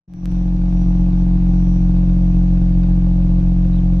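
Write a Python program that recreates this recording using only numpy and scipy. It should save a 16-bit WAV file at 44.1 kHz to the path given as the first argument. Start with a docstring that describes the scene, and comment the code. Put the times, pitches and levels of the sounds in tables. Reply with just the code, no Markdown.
"""A six-cylinder car idles at about 890 rpm over concrete, heard from just behind the tailpipe.
The sound fades in, with a few small clicks and scuffs in the first second. From then on each firing
thumps through the silencer and rings the pipe, and unequal cylinders make the rumble throb.
Gas hisses, the valve gear ticks lightly and a thin whistle comes and goes, weaker after two seconds.
Near the end there is a faint squeak."""
import sys
import numpy as np
from scipy import signal
from scipy.fft import rfft, irfft
from scipy.io import wavfile
from scipy.ndimage import uniform_filter1d

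SR = 44100
rng = np.random.default_rng(int(sys.argv[2]) if len(sys.argv) > 2 else 0)


def generate_wav(signal):
    """Clip the signal to [-1, 1] and save it as 16-bit WAV at the path in sys.argv[1]."""
    frames = np.transpose(np.atleast_2d(signal))
    scaled = np.clip(frames, -1, 1) * 32767
    pcm = np.round(scaled).astype(np.int16)
    wavfile.write(sys.argv[1], SR, pcm)


N = 176400
T = np.arange(N) / SR


def amp(db):
    """Amplitude ratio of a level in decibels."""
    return 10 ** (np.asarray(db) / 20)


def unit(x):
    """Normalisation to rms 1."""
    return x / np.sqrt(np.mean(x ** 2) + 1e-20)


def curve(rows, column=1):
    """Linear interpolation of a time table at every sample."""
    rows = np.array(rows)
    return np.interp(T, rows[:, 0], rows[:, column])


def at_hz(rows, hz):
    """Interpolation of a table on a log-frequency axis."""
    f, value = np.transpose(rows)
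    return np.interp(np.log(hz + 1e-3), np.log(f), value)


def add(mix, start_s, sound):
    """Superposition of a sound on the mix."""
    part = mix[round(start_s * SR):][:len(sound)]
    part += sound[:len(part)]


def colour(x, rows, size=32768):
    """Minimum-phase filtering: a causal response with the given gains."""
    log_gain = np.log(amp(at_hz(rows, abs(np.fft.fftfreq(size, 1 / SR)))))
    response = np.fft.ifft(np.exp(np.conj(signal.hilbert(log_gain)))).real
    return signal.fftconvolve(x, response[:size // 2])[:N]


def wander(rate_hz):
    """Low-pass Gaussian noise of rms 1."""
    hz = np.fft.rfftfreq(N, 1 / SR)
    return unit(irfft(rfft(rng.standard_normal(N)) * np.exp(-(hz / rate_hz) ** 2), N))


def ring(x, modes, size=4096):
    """Modal response at rms 1: each mode is a damped sinusoid whose bandwidth sets its decay."""
    t = np.arange(size) / SR
    response = sum(amp(db) * width * np.exp(-np.pi * width * t) * np.sin(2 * np.pi * hz * t)
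                   for hz, width, db in modes)
    return unit(signal.fftconvolve(x, response)[:N])


def pulses(times, sizes):
    """Impulse train, each impulse shared between its two nearest samples."""
    inside = (times >= 0) & (times < T[-2])
    place, sizes = times[inside] * SR, sizes[inside]
    i, part = place.astype(int), place % 1
    return np.bincount(i, sizes * (1 - part), N) + np.bincount(i + 1, sizes * part, N)


# glides of the squeak: start_s, length_s, start_hz, end_hz, level_db
SQUEAK_GLIDES = [(3.718, 0.062, 3840, 3910, -56), (3.768, 0.027, 3480, 3640, -56),
                 (3.78, 0.026, 3300, 2900, -56)]

def squeak():
    """Random amplitude modulation turns short gliding tones into a faint, raspy squeak."""
    out = np.zeros(N)
    for start_s, length_s, start_hz, end_hz, db in SQUEAK_GLIDES:
        progress = np.linspace(0, 1, int(length_s * SR))
        phase = 2 * np.pi * np.cumsum(start_hz + (end_hz - start_hz) * progress) / SR
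        envelope = np.sqrt(abs(np.sin(np.pi * progress)))
        add(out, start_s, amp(db) * envelope * np.sin(phase))
    return out * (.5 + wander(rate_hz=260))


# impulses before filtering: start_s, level_db
CLICK_IMPULSES = [(.1375, -9), (.257, -1.5), (.3175, -18)]
# noise bursts before filtering: start_s, level_db, decay_s
SCUFF_BURSTS = [(.318, -52, .006), (.91, -52, .008), (.958, -51, .011)]
# filter for both: frequency_hz, gain_db
CLICK_RESPONSE = [(200, 3), (800, 1), (3000, -6), (7000, -14), (12000, -18), (15000, -23)]

def clicks_and_scuffs():
    """Broadband transients: filtered impulses sound as dry clicks, decaying noise as scuffs."""
    out = np.zeros(N)
    for start_s, db in CLICK_IMPULSES:
        add(out, start_s, amp([db]))
    t = np.arange(0, .1, 1 / SR)
    for start_s, db, decay_s in SCUFF_BURSTS:
        add(out, start_s, amp(db) * np.exp(-t / decay_s) * rng.standard_normal(len(t)))
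    return colour(out, CLICK_RESPONSE)


# whistle at each ear: time_s, left_db, right_db
WHISTLE_LEVELS = [(0, -53, -82), (.3, -52, -82), (.45, -56.5, -89), (.62, -64, -69), (.82, -54.5, -63.5),
                  (1, -58, -98), (1.12, -66.5, -78), (1.22, -55.5, -79.5), (1.4, -94, -69.5),
                  (1.47, -58, -76), (1.6, -54.5, -101.5), (1.77, -52, -74), (1.88, -62.5, -74.5),
                  (2.3, -59, -78), (2.7, -64.5, -83), (3.7, -63.5, -76.5), (3.92, -67, -65.5)]

def whistle(pitch_hz=5805, drift_hz=6.5, width_hz=20, blur_rad=.8):
    """Line broadening: random amplitude and phase modulation make the engine's thin whistle waver."""
    phase = 2 * np.pi * np.cumsum(pitch_hz + drift_hz * wander(rate_hz=2.2)) / SR
    ears = []
    for column in (1, 2):
        flutter = 1 + .14 * wander(width_hz)
        tone = np.sin(phase + blur_rad * wander(width_hz))
        ears.append(flutter * tone * amp(curve(WHISTLE_LEVELS, column)))
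    return np.array(ears)


# metallic resonances: pitch_hz, bandwidth_hz, gain_db
VALVE_MODES = [(1490, 88, 1), (2490, 160, -5.5), (3700, 60, -6.5), (4620, 140, -10.5)]

def valve_gear(times, ticks_per_firing=4, jitter_s=.0006, spread_db=8, level_db=-61):
    """Impact excitation: light, uneven ticks ring the modes of the valve gear."""
    tick_cycles = np.arange(ticks_per_firing * (len(times) - 1)) / ticks_per_firing
    tick_times = np.interp(tick_cycles, np.arange(len(times)), times)
    ears = [ring(pulses(tick_times + jitter_s * late, amp(spread_db * size)), VALVE_MODES)
            for late, size in rng.standard_normal((2, 2, len(tick_times)))]
    return amp(level_db) * np.array(ears)


# spectral density of the hiss: frequency_hz, relative_db
HISS_SPECTRUM = [(650, -21.5), (1100, 0), (1350, -13), (1590, -6), (1820, -11.5), (2550, -10),
                 (3240, -15.5), (3770, -13.5), (5460, -21.5), (5960, -20), (6220, -19), (7090, -29.5),
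                 (11600, -35.5), (12500, -41), (14900, -53.5)]
# interaural level difference: frequency_hz, left_minus_right_db
HISS_BALANCE = [(1000, -2), (3500, -0.5), (4500, 1.5), (5400, 9.5), (6400, 5), (7200, 3.5), (14000, 1.5)]
# likeness of the two ears: frequency_hz, correlation
HISS_COHERENCE = [(500, 0.3), (1200, 0.017), (4000, .03), (8000, 0.19), (13000, 0.15)]

def hiss(times, level_db=-51.5, patchy_db=1, pulsing_depth=.061):
    """Partly coherent broadband noise of gas and engine, amplitude-modulated at the firing rate."""
    hz, _, noise = signal.stft(rng.standard_normal((2, N)), SR, nperseg=512)
    coherence = at_hz(HISS_COHERENCE, hz)[:, None]
    noise[1] = coherence * noise[0] + np.sqrt(1 - coherence ** 2) * noise[1]
    patches = uniform_filter1d(rng.standard_normal(noise.shape[1:]), size=6, axis=0)
    patches = unit(uniform_filter1d(patches, size=5, axis=1))  # smooth in frequency and time
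    pan_db = np.array([.5, -.5])[:, None, None] * at_hz(HISS_BALANCE, hz)[:, None]
    gain = amp(at_hz(HISS_SPECTRUM, hz)[:, None] + pan_db + patchy_db * patches)
    steady = unit(signal.istft(noise * gain, nperseg=512)[1][:, :N])
    cycle = np.interp(T, times, np.arange(len(times)))
    return amp(level_db) * steady * (1 + pulsing_depth * np.cos(2 * np.pi * cycle))


# lower pipe resonances: pitch_hz, bandwidth_hz, gain_db
HOLLOW_MODES = [(459, 27, -12), (525.5, 55, -1), (533, 8.3, -3.5), (546.5, 22, 4), (594, 12, -9.5)]
# upper pipe resonances: pitch_hz, bandwidth_hz, gain_db
RASP_MODES = [(689, 3.3, 10.5), (766.3, 33, 4.5), (828, 25, -1), (847.5, 49, 0.5), (1000, 30, -16.5)]
# strength of each group: time_s, hollow_db, rasp_db
PIPE_LEVELS = [(0, -49.5, -48.5), (.8, -46, -46.5), (1.3, -48, -46), (1.7, -47, -46.5), (2.1, -45, -47.5),
               (3, -44.5, -47.5), (4, -45, -47.5)]

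def tailpipe(times, extra, bank, bank_lag_s=.00055, hollow_lag_s=.003846, puff_s=.019, puff_share=.33):
    """Forced resonance: each firing and its turbulent puff, muffled by the silencer, ring the pipe."""
    arrivals = times + bank * bank_lag_s  # every second firing takes a longer path
    strengths = np.maximum(1 + .96 * extra, 0)
    silencer = signal.butter(4, 1150, fs=SR, output="sos")

    def drive(lag_s):
        kicks = pulses(arrivals + lag_s, strengths)
        puff_envelope = signal.lfilter([1], [1, -np.exp(-1 / (puff_s * SR))], kicks)
        puffs = unit(puff_envelope * rng.standard_normal(N))
        shared = np.sqrt(1 - puff_share) * unit(kicks) + np.sqrt(puff_share) * puffs
        turbulence = .45 * rng.standard_normal((2, N))  # independent at each ear
        return signal.sosfilt(silencer, shared + turbulence)

    hollow = np.array([ring(ear, HOLLOW_MODES) for ear in drive(hollow_lag_s)])
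    rasp = np.array([ring(ear, RASP_MODES) for ear in drive(0)])
    return hollow * amp(curve(PIPE_LEVELS, 1)) + rasp * amp(curve(PIPE_LEVELS, 2))


# filter for the throb: frequency_hz, relative_db
THROB_RESPONSE = [(8, -31), (15, -8), (22, 0.5), (30, 0.5), (38, 10.5), (55, -12.5), (78, -18.5), (103, -2),
                  (125, -6), (152, -2.5), (178, -3.5), (205, -26), (250, -20.5), (315, -8), (370, -26),
                  (600, -66.5), (2000, -125)]

def throb(times, extra, level_db=-26.5):
    """Subharmonics: unequal cylinders add tones below and between the firing harmonics."""
    return unit(colour(pulses(times, extra), THROB_RESPONSE)) * amp(level_db)


# filter for the pipe's drone: frequency_hz, relative_db
DRONE_RESPONSE = [(40, -32), (88.8, -10), (133, -6), (178, 1.5), (222, -21.5), (266, -18), (311, -14.5),
                  (355, -33), (400, -41), (600, -73.5), (2000, -130)]
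# drone before its bass is shaped: time_s, level_db
DRONE_ENVELOPE = [(0, -19.5), (.5, -16.5), (1, -16), (1.7, -15.5), (2.6, -16), (4, -16.5)]
# its bass, fuller close to the pipe: time_s, gain_db
BASS_GAIN = [(0, -4), (.7, -2.5), (1.3, -1), (2, 1), (4, 2.6)]

def drone(times, bass_hz=152):
    """Harmonic series: the pipe filters the periodic firings into a low drone."""
    harmonics = unit(colour(pulses(times, np.ones(len(times))), DRONE_RESPONSE))
    harmonics *= amp(curve(DRONE_ENVELOPE))
    bass = signal.sosfiltfilt(signal.butter(6, bass_hz, fs=SR, output="sos"), harmonics)
    return harmonics + bass * (amp(curve(BASS_GAIN)) - 1)


# filter for the silencer's thump: frequency_hz, relative_db
THUMP_RESPONSE = [(8, -42.5), (25, -22), (44.4, 1), (90, -35.5), (300, -72), (2000, -140)]
# strength of the thump: time_s, level_db
THUMP_ENVELOPE = [(0, -20), (.2, -30.5), (.26, -18), (.6, -15), (1, -15.5), (1.7, -14.5), (2.6, -14),
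                  (4, -14.5)]

def thump(times, lead_s=.0015):
    """Acoustic filtering: the silencer passes the firing fundamental as a deep thump."""
    kicks = pulses(times - lead_s, np.ones(len(times)))
    return unit(colour(kicks, THUMP_RESPONSE)) * amp(curve(THUMP_ENVELOPE))


# interaural level difference: frequency_hz, left_minus_right_db
RUMBLE_BALANCE = [(44, .2), (90, .3), (133, .9), (178, 1.5), (266, -.5), (311, -.8)]
# interaural phase difference: frequency_hz, left_lead_rad
RUMBLE_LEAD = [(44, .01), (100, .02), (178, -0.14), (266, 0.098), (311, 0.17)]

def rumble(times, extra, ramp_s=.004):
    """Superposition of thump, drone and throb, placed by interaural level and phase."""
    low = thump(times) + drone(times) + throb(times, extra)
    ramps = np.minimum(1, np.minimum(T, T[::-1]) / ramp_s)
    hz = np.fft.rfftfreq(N, 1 / SR)
    side = np.array([[.5], [-.5]])
    ears = amp(side * at_hz(RUMBLE_BALANCE, hz)) * np.exp(1j * side * at_hz(RUMBLE_LEAD, hz))
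    return irfft(rfft((low - low.mean()) * ramps) * ears, N)


# idle speed: time_s, firing_rate_hz
FIRING_RATE = [(0, 44.6), (.6, 44.56), (.85, 44.42), (1.3, 44.55), (2, 44.43), (2.8, 44.33), (4, 44.35)]
# cylinders in firing order: extra_strength_share
CYLINDER_IMBALANCE = [-0.005, -.05, 0.11, -0.26, 0.061, -0.0081]

def firings(first_cylinder_at_s=1.5794, jitter_s=.000045, scatter=.065):
    """Quasi-periodic excitation: the time, extra strength and cylinder bank of each firing."""
    cycles = np.cumsum(curve(FIRING_RATE)) / SR
    cycles -= np.interp(first_cylinder_at_s, T, cycles)
    number = np.arange(np.ceil(cycles[0]), cycles[-1]).astype(int)
    late, stronger = rng.standard_normal((len(number), 2)).T
    times = np.interp(number, cycles, T) + jitter_s * late
    extra = np.array(CYLINDER_IMBALANCE)[number % len(CYLINDER_IMBALANCE)] + scatter * stronger
    return times, extra, number % 2


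def scene():
    """Superposition of all sources; one firing sequence times the exhaust, hiss and valve gear."""
    times, extra, bank = firings()
    exhaust = rumble(times, extra) + tailpipe(times, extra, bank)
    return exhaust + hiss(times) + valve_gear(times) + whistle() + clicks_and_scuffs() + squeak()


# opening fade: time_s, gain_db
FADE_IN = [(0, -72), (.074, -76), (.08, -22), (.11, -16), (.17, -10.5), (.222, -9.5), (.234, -6.5),
           (.32, -1.5), (.55, -2.5), (.8, 0), (4, -0.5)]

def record(dry, cutoff_hz=15200):
    """A gain envelope fades the sound in; a linear-phase low-pass limits its band."""
    low_pass = signal.firwin(511, cutoff_hz, window=("kaiser", 9), fs=SR)
    return signal.oaconvolve(dry * amp(curve(FADE_IN)), low_pass[None], "same")


dry = scene()
out = record(dry)
generate_wav(out)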